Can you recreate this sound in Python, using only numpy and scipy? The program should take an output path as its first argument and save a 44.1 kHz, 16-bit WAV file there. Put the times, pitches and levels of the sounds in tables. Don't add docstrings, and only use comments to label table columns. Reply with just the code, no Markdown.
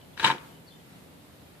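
import sys
import numpy as np
from scipy import signal
from scipy.fft import rfft, irfft
from scipy.io import wavfile
from scipy.ndimage import uniform_filter1d

SR = 44100
rng = np.random.default_rng(int(sys.argv[2]) if len(sys.argv) > 2 else 0)


def makeup_ratio(level_db):
    decades = np.asarray(level_db, float) / 20
    return 10 ** decades


def unload_wav(signal):
    wavfile.write(
        sys.argv[1],
        SR,
        np.round(np.clip(np.atleast_2d(signal).T, -1, 1) * 32767).astype(np.int16),
    )


N = 70560


def evened(x):
    return x / np.sqrt(np.mean(x ** 2) + 1e-20)


def read(points, hz):
    f, value = np.transpose(points)
    return np.interp(np.log(hz + 1), np.log(f + 1), value)


def add(mix, s, sound):
    part = mix[..., round(s * SR):][..., :sound.shape[-1]]
    part += sound[..., :part.shape[-1]]


def colour(x, db_of_hz):
    return irfft(rfft(x) * makeup_ratio(db_of_hz(np.fft.rfftfreq(N, 1 / SR))), N)


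def ring(modes, db, luck):
    contact_s, detune, spread_db = 0.00071, 0.0082, 2
    scatter_rad = 0.71
    turn_rad, turn_hz = 0.52, 1200
    t = np.arange(6000) / SR
    side = np.array([[1], [-1]])
    swell = 1 - np.exp(-t / contact_s)
    out = np.zeros((2, len(t)))
    for (hz, mode_db, t60), (a, b, c, e) in zip(modes, luck):
        decay = makeup_ratio(db + mode_db + spread_db * a - 60 * t / max(t60, .003))
        phase = 2 * np.pi * hz * (1 + detune * b) * t + scatter_rad * c
        out += decay * swell * np.sin(phase + side * turn_rad * e * (hz > turn_hz))
    return out


# start_s, base_db, lid_db, shell_db, rim_db
KNOCKS = [(0.1715, -47.0, -51.0, -55.0, -55), (0.176, -56, -55.0, -41.5, -47.0),
          (0.1966, -49.0, -40, -32.0, -33.0), (0.201, -45, -53.0, -35.0, -61),
          (0.206, -41, -42, -40.5, -44), (0.2165, -41.0, -52, -40.5, -46), (0.222, -44, -48.0, -41, -49),
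          (0.226, -39.0, -39, -37.5, -42), (0.229, -26, -30.0, -36, -31.0), (0.2334, -21, -29, -37.0, -30),
          (0.238, -24.0, -35.0, -33, -37.0), (0.243, -12.0, -24, -20.5, -29),
          (0.2454, -11.5, -20, -26.5, -18), (0.2485, -17.5, -20, -36, -21.5),
          (0.2525, -30, -29, -33, -25.5), (0.2555, -21.0, -17.0, -25.5, -55.0),
          (0.2595, -19, -13.0, -24.5, -29), (0.263, -27, -15.0, -62.0, -29),
          (0.2665, -62.0, -29.0, -23.0, -31.0), (0.272, -41, -33, -29.5, -28.5),
          (0.276, -22.5, -27, -24.5, -29), (0.281, -23.0, -22.5, -26.5, -33.0),
          (0.286, -30.0, -26, -31, -38), (0.293, -19.0, -26, -33.0, -40), (0.2986, -16.0, -21.5, -30, -36),
          (0.301, -18, -16, -24.0, -39), (0.304, -19, -15.0, -30, -32.5), (0.311, -21.0, -23, -29.0, -33.5),
          (0.3134, -27, -24.0, -31.0, -29.5), (0.321, -23, -32.0, -36, -58),
          (0.326, -31, -36.0, -35.5, -48), (0.337, -32, -36, -45, -53), (0.35, -32.5, -49.0, -49, -55),
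          (0.361, -44, -43.0, -54, -52.0), (0.381, -48.0, -45.0, -52.0, -49)]
# pitch_hz, level_db, t60_s
BASE_MODES = [(907.3, -2.5, .027), (845, -19, 0.031)]
LID_MODES = [(1029, -3.5, .023), (1148, -14, 0.019)]
SHELL_MODES = [(1307, -2.5, 0.029), (1446, 1, 0.022), (1621, 5.5, 0.022), (1713, 3.5, 0.027),
               (1878, -2.5, 0.028), (2110, -8.5, 0.01), (2275, -3.5, 0.041), (2430, -2.5, 0.022)]
RIM_MODES = [(2660, -4, 0.017), (2840, -3, .02), (3000, 4.5, 0.025), (3330, -3.5, 0.025), (3620, -1, 0.027),
             (3860, 5.5, 0.022), (4100, 1, 0.011), (4900, -23, 0.023), (6470, -20, 0.011),
             (7360, -13, 0.013), (7910, -12, 0.016), (8640, -13.5, .012), (9400, -17.5, 0.012)]


def toy():
    crack_db, crack_s, scatter_rad = -13.5, 0.0021, 0.71
    rings, cracks = np.zeros((2, N)), np.zeros(N)
    luck = rng.standard_normal((40, 2, 14, 4))
    crack = np.exp(-np.arange(600) / SR / crack_s)
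    for (s, base_db, lid_db, shell_db, rim_db), (a, b) in zip(KNOCKS, luck):
        for modes, db in (BASE_MODES, base_db), (LID_MODES, lid_db):
            in_step = [(0, 0, 2 * np.pi * hz * s / scatter_rad, 0) for hz, _, _ in modes]
            add(rings, s, ring(modes, db, in_step))
        add(rings, s, ring(SHELL_MODES, shell_db, a) + ring(RIM_MODES, rim_db, b))
        add(cracks, s, makeup_ratio(rim_db + crack_db) * crack)
    return rings, cracks


# time_s, level_db
SKID_FORCE = [
    (.168, -65),
    (0.177, -53.5),
    (0.196, -52.5),
    (0.197, -46.5),
    (0.219, -46.5),
    (0.243, -39.5),
    (0.272, -36),
    (0.314, -49.5),
    (.37, -67),
]
# pitch_hz, level_db (per Hz)
GRIT_COLOUR = [(59, -57), (100, -20.5), (500, -14), (616, -20), (917, -11), (1200, -15.5), (3960, -17.5),
               (4580, -18.5), (14800, -41)]


def skid(cracks):
    grains_per_s, grain_s, spread_db, level_db, apart_hz = 5000, 0.0011, 2.5, 7.5, 1800
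    sizes = makeup_ratio(spread_db * np.minimum(rng.exponential(1, N), 3))
    hits = sizes * (rng.random(N) < grains_per_s / SR)
    grain = np.exp(-np.arange(600) / SR / grain_s)
    texture = evened(np.sqrt(abs(signal.fftconvolve(hits ** 2, grain)[:N])))
    s, db = np.transpose(SKID_FORCE)
    force = makeup_ratio(level_db + np.interp(np.arange(N) / SR, s, db, -120, -120))
    force = force * texture + cracks
    a, b = evened(colour(rng.standard_normal((2, N)), lambda hz: read(GRIT_COLOUR, hz)))
    apart = colour(b - a, lambda hz: -10 * np.log10(1 + (apart_hz / (hz + 1)) ** 2) - 3)
    return force * np.array([a, a + apart])


# start_s, boom_db, hollow_db
THUMPS = [
    (0.198, -53, -43),
    (0.233, -36, -40),
    (0.242, -29, -37),
    (0.26, -49, -40),
    (.28, -37, -35),
    (0.298, -33, -38),
    (.325, -66, -37),
    (0.347, -46, -38),
]
# pitch_hz, level_db, t60_s
HOLLOW_MODES = [(213, -4.5, 0.088), (307, -1.5, 0.088), (360.7, 2, 0.069), (492, -3, 0.062),
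                (740, -4.5, 0.048)]


def thumps():
    boom_hz, rise_s, t60_s = 139.7, 0.0062, 0.13
    out, t = np.zeros((2, N)), np.arange(12000) / SR
    luck = rng.standard_normal((12, 14, 4))
    for (s, boom_db, hollow_db), lot in zip(THUMPS, luck):
        shape = makeup_ratio(boom_db - 60 * t / t60_s) * (1 - np.exp(-t / rise_s)) ** 2
        add(out, s, shape * np.sin(2 * np.pi * boom_hz * (t + s)))
        add(out, s, ring(HOLLOW_MODES, hollow_db, lot))
    return out


# start_s, level_db, pitch_hz, t60_s
TICKS = [
    (0.0152, -44, 3280, 0.0083),
    (.048, -45, 3200, 0.0029),
    (.147, -47, 2820, 0.0065),
    (1.299, -46, 1100, .004),
    (1.308, -45, 1490, 0.0032),
    (1.417, -52, 3850, .006),
    (1.419, -45, 1300, 0.0027),
    (1.4192, -48, 2598, .0025),
    (1.552, -53, 3000, 0.012),
    (1.554, -48, 1600, .005),
]


def claws():
    out, t = np.zeros((2, N)), np.arange(2000) / SR
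    for s, db, hz, t60 in TICKS:
        decay = makeup_ratio(db - 60 * t / max(t60, .002))
        add(out, s, np.ones((2, 1)) * decay * np.sin(2 * np.pi * hz * t))
    return out


# start_s, length_s, level_db, start_hz, end_hz
BIRD_NOTES = [(.01, 0.038, -63, 3020, 3000), (0.129, .02, -61, 3270, 3500), (.508, .012, -64, 2950, 3000),
              (.522, 0.018, -60, 3050, 3050), (0.543, 0.02, -64, 3060, 3000),
              (0.569, .025, -67, 3060, 3050), (0.663, .013, -63, 4630, 4560),
              (.674, 0.016, -54.5, 4540, 4450), (0.685, 0.0108, -55, 4350, 4050),
              (.702, 0.02, -60.5, 3440, 3580), (.719, 0.01, -55, 3520, 3450),
              (0.734, 0.013, -58, 3600, 3560), (.749, .011, -61, 3500, 3580),
              (0.712, 0.031, -61, 3060, 3250), (.745, 0.033, -64, 3050, 3000),
              (.796, .014, -63, 3200, 3180)]


def bird():
    fuzz_hz, pan_db = 130, 6
    out, luck = np.zeros((2, N)), rng.standard_normal((20, 2, 8000))
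    r = np.exp(-2 * np.pi * fuzz_hz / SR)
    for (s, length, db, start_hz, end_hz), breath in zip(BIRD_NOTES, luck):
        t = np.arange(0, length, 1 / SR)
        a, b = [evened(signal.lfilter([1], [1, -2 * r, r * r], noise)) for noise in breath]
        flutter = 1 + 0.44 * a + .4j * b
        glide_hz = start_hz + (end_hz - start_hz) * t / length
        note = np.exp(2j * np.pi * np.cumsum(glide_hz) / SR)
        shape = np.sin(np.pi * t / length) * (note * flutter[-len(t):]).real
        add(out, s, makeup_ratio(db + pan_db * np.array([[.5], [-.5]])) * shape)
    return out


# time_s, pitch_hz, level_db
DRONE = [
    (1.118, 63.47, -110),
    (1.199, 72.33, -55.5),
    (1.27, 74.14, -62.5),
    (1.36, 75.1, -59.5),
    (1.448, 73.3, -61),
]
# multiple of pitch, level_db
DRONE_ORDERS = [(2, -2), (3, -3), (4, 0)]


def drone():
    t, (s, hz, db) = np.arange(N) / SR, np.transpose(DRONE)
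    turns = np.cumsum(np.interp(t, s, hz)) / SR
    orders = sum(makeup_ratio(d) * np.sin(2 * np.pi * k * turns + k) for k, d in DRONE_ORDERS)
    return makeup_ratio(np.interp(t, s, db, -120, -120)) * orders


# pitch_hz, correlation (-1 to 1)
LIKENESS = [(60, 0.9), (180, 0.77), (540, 0.35), (1600, -0.14), (4790, -0.015), (14300, 0.037)]


def floor(spectrum, db, low_hz, high_hz, hum_db):
    hum_hz, hum_width_hz, patch_db = 161, 25, .8
    frames, hz = N // 512 + 5, np.fft.rfftfreq(2048, 1 / SR)
    a, b, c, d, patches = rng.standard_normal((frames, 1025, 5)).T
    patches = uniform_filter1d(uniform_filter1d(patches, size=8, axis=0), size=6, axis=1)
    same = np.clip(read(LIKENESS, hz), -1, 1)[:, None]
    left = a + 1j * b
    z = np.array([left, same * left + np.sqrt(1 - same ** 2) * (c + 1j * d)])
    shape = read(spectrum, hz) + hum_db * np.exp(-((hz - hum_hz) / hum_width_hz) ** 2)
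    band = (hz > low_hz) & (hz <= high_hz)
    z *= makeup_ratio(shape[:, None] + patch_db * evened(patches)) * band[:, None]
    return makeup_ratio(db) * evened(signal.istft(z, nperseg=2048, noverlap=1536)[1][:, :N])


# pitch_hz, level_db (per Hz)
AIR_COLOUR = [(15, -69), (25, -99), (69, 0.5), (128, -6), (157, -2), (189, -4.5), (300, -6), (334, -8),
              (1000, -15), (1300, -49), (2200, -120)]
# time_s, level_db
MURMUR = [(0, 2), (.2, 0.5), (.5, 3), (.7, 0), (1.0, 1), (1.25, 0), (1.6, 0.5)]


def murmur():
    swell = makeup_ratio(np.interp(np.arange(N) / SR, *np.transpose(MURMUR)))
    return floor(AIR_COLOUR, -53.5, 20, 1000, 3.5) * swell


# pitch_hz, level_db (per Hz)
HISS_COLOUR = [(410, -29), (700, -5), (1230, -7), (1320, -7), (2260, -9.5), (3820, -11), (5750, -18),
               (12200, -16), (14800, -18.5)]
# time_s, level_db
RUSTLES = [
    (.46, 3.7),
    (.95, 1.9),
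    (1.33, 0.24),
]


def hiss():
    t, rustle_s = np.arange(N) / SR, 0.08
    lift_db = sum(db * np.exp(-((t - s) / rustle_s) ** 2) for s, db in RUSTLES)
    return floor(HISS_COLOUR, -58.5, 1000, 16000, 0) * makeup_ratio(lift_db)


# pitch_hz, t60_s
ROOM = [(150, 0.16), (500, 0.5), (1500, 0.51), (4000, 0.25), (10000, 0.22)]


def room(x):
    taps = np.zeros((2, SR))
    at = np.arange(200, SR - 20, 20) + rng.integers(0, 20, (2, (SR - 201) // 20))
    np.put_along_axis(taps, at, rng.choice([-1., 1.], at.shape), 1)
    hz, t, z = signal.stft(taps, SR, nperseg=256)
    decay = makeup_ratio(-60 * t / np.maximum(read(ROOM, hz), .05)[:, None])
    tail = signal.istft(z * decay, SR, nperseg=256)[1]
    return signal.fftconvolve(x, tail / np.linalg.norm(tail[0]), axes=1)[:, :N]


# pitch_hz, left-right level_db, left lead_rad
PORTS = [(200, 0, 0), (1000, .5, -.1), (1700, 2, -.3), (2300, 9, -.9), (3000, 8.5, -1.8), (3900, 6, -2.2),
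         (5000, 1, -2.6), (8000, -8, -4.1), (14000, -1, -7)]


def ports(x):
    hz, (f, db, lead) = np.fft.rfftfreq(N, 1 / SR), np.transpose(PORTS)
    side = np.array([[.5], [-.5]])
    turn = np.exp(1j * side * np.interp(hz, f, lead))
    return irfft(rfft(x) * makeup_ratio(side * np.interp(hz, f, db)) * turn, N)


def scene():
    rings, cracks = toy()
    rings = rings + thumps()
    grit, far = skid(cracks), bird()
    wet = room(makeup_ratio(-23.5) * rings + makeup_ratio(-6.5) * grit + makeup_ratio(-5) * far)
    return ports(rings + grit) + claws() + far + wet + drone() + murmur() + hiss()


def low_pass(x):
    return signal.sosfilt(signal.butter(12, 14780, fs=SR, output="sos"), x)


def record(dry):
    low_cut_hz, edge_hz = 60, 14760

    def response_db(hz):
        return -10 * np.log10(1 + (low_cut_hz / (hz + 1)) ** 4) - 80 * (hz > edge_hz)

    return low_pass(colour(dry, response_db))


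dry = scene()
out = record(dry)
unload_wav(out)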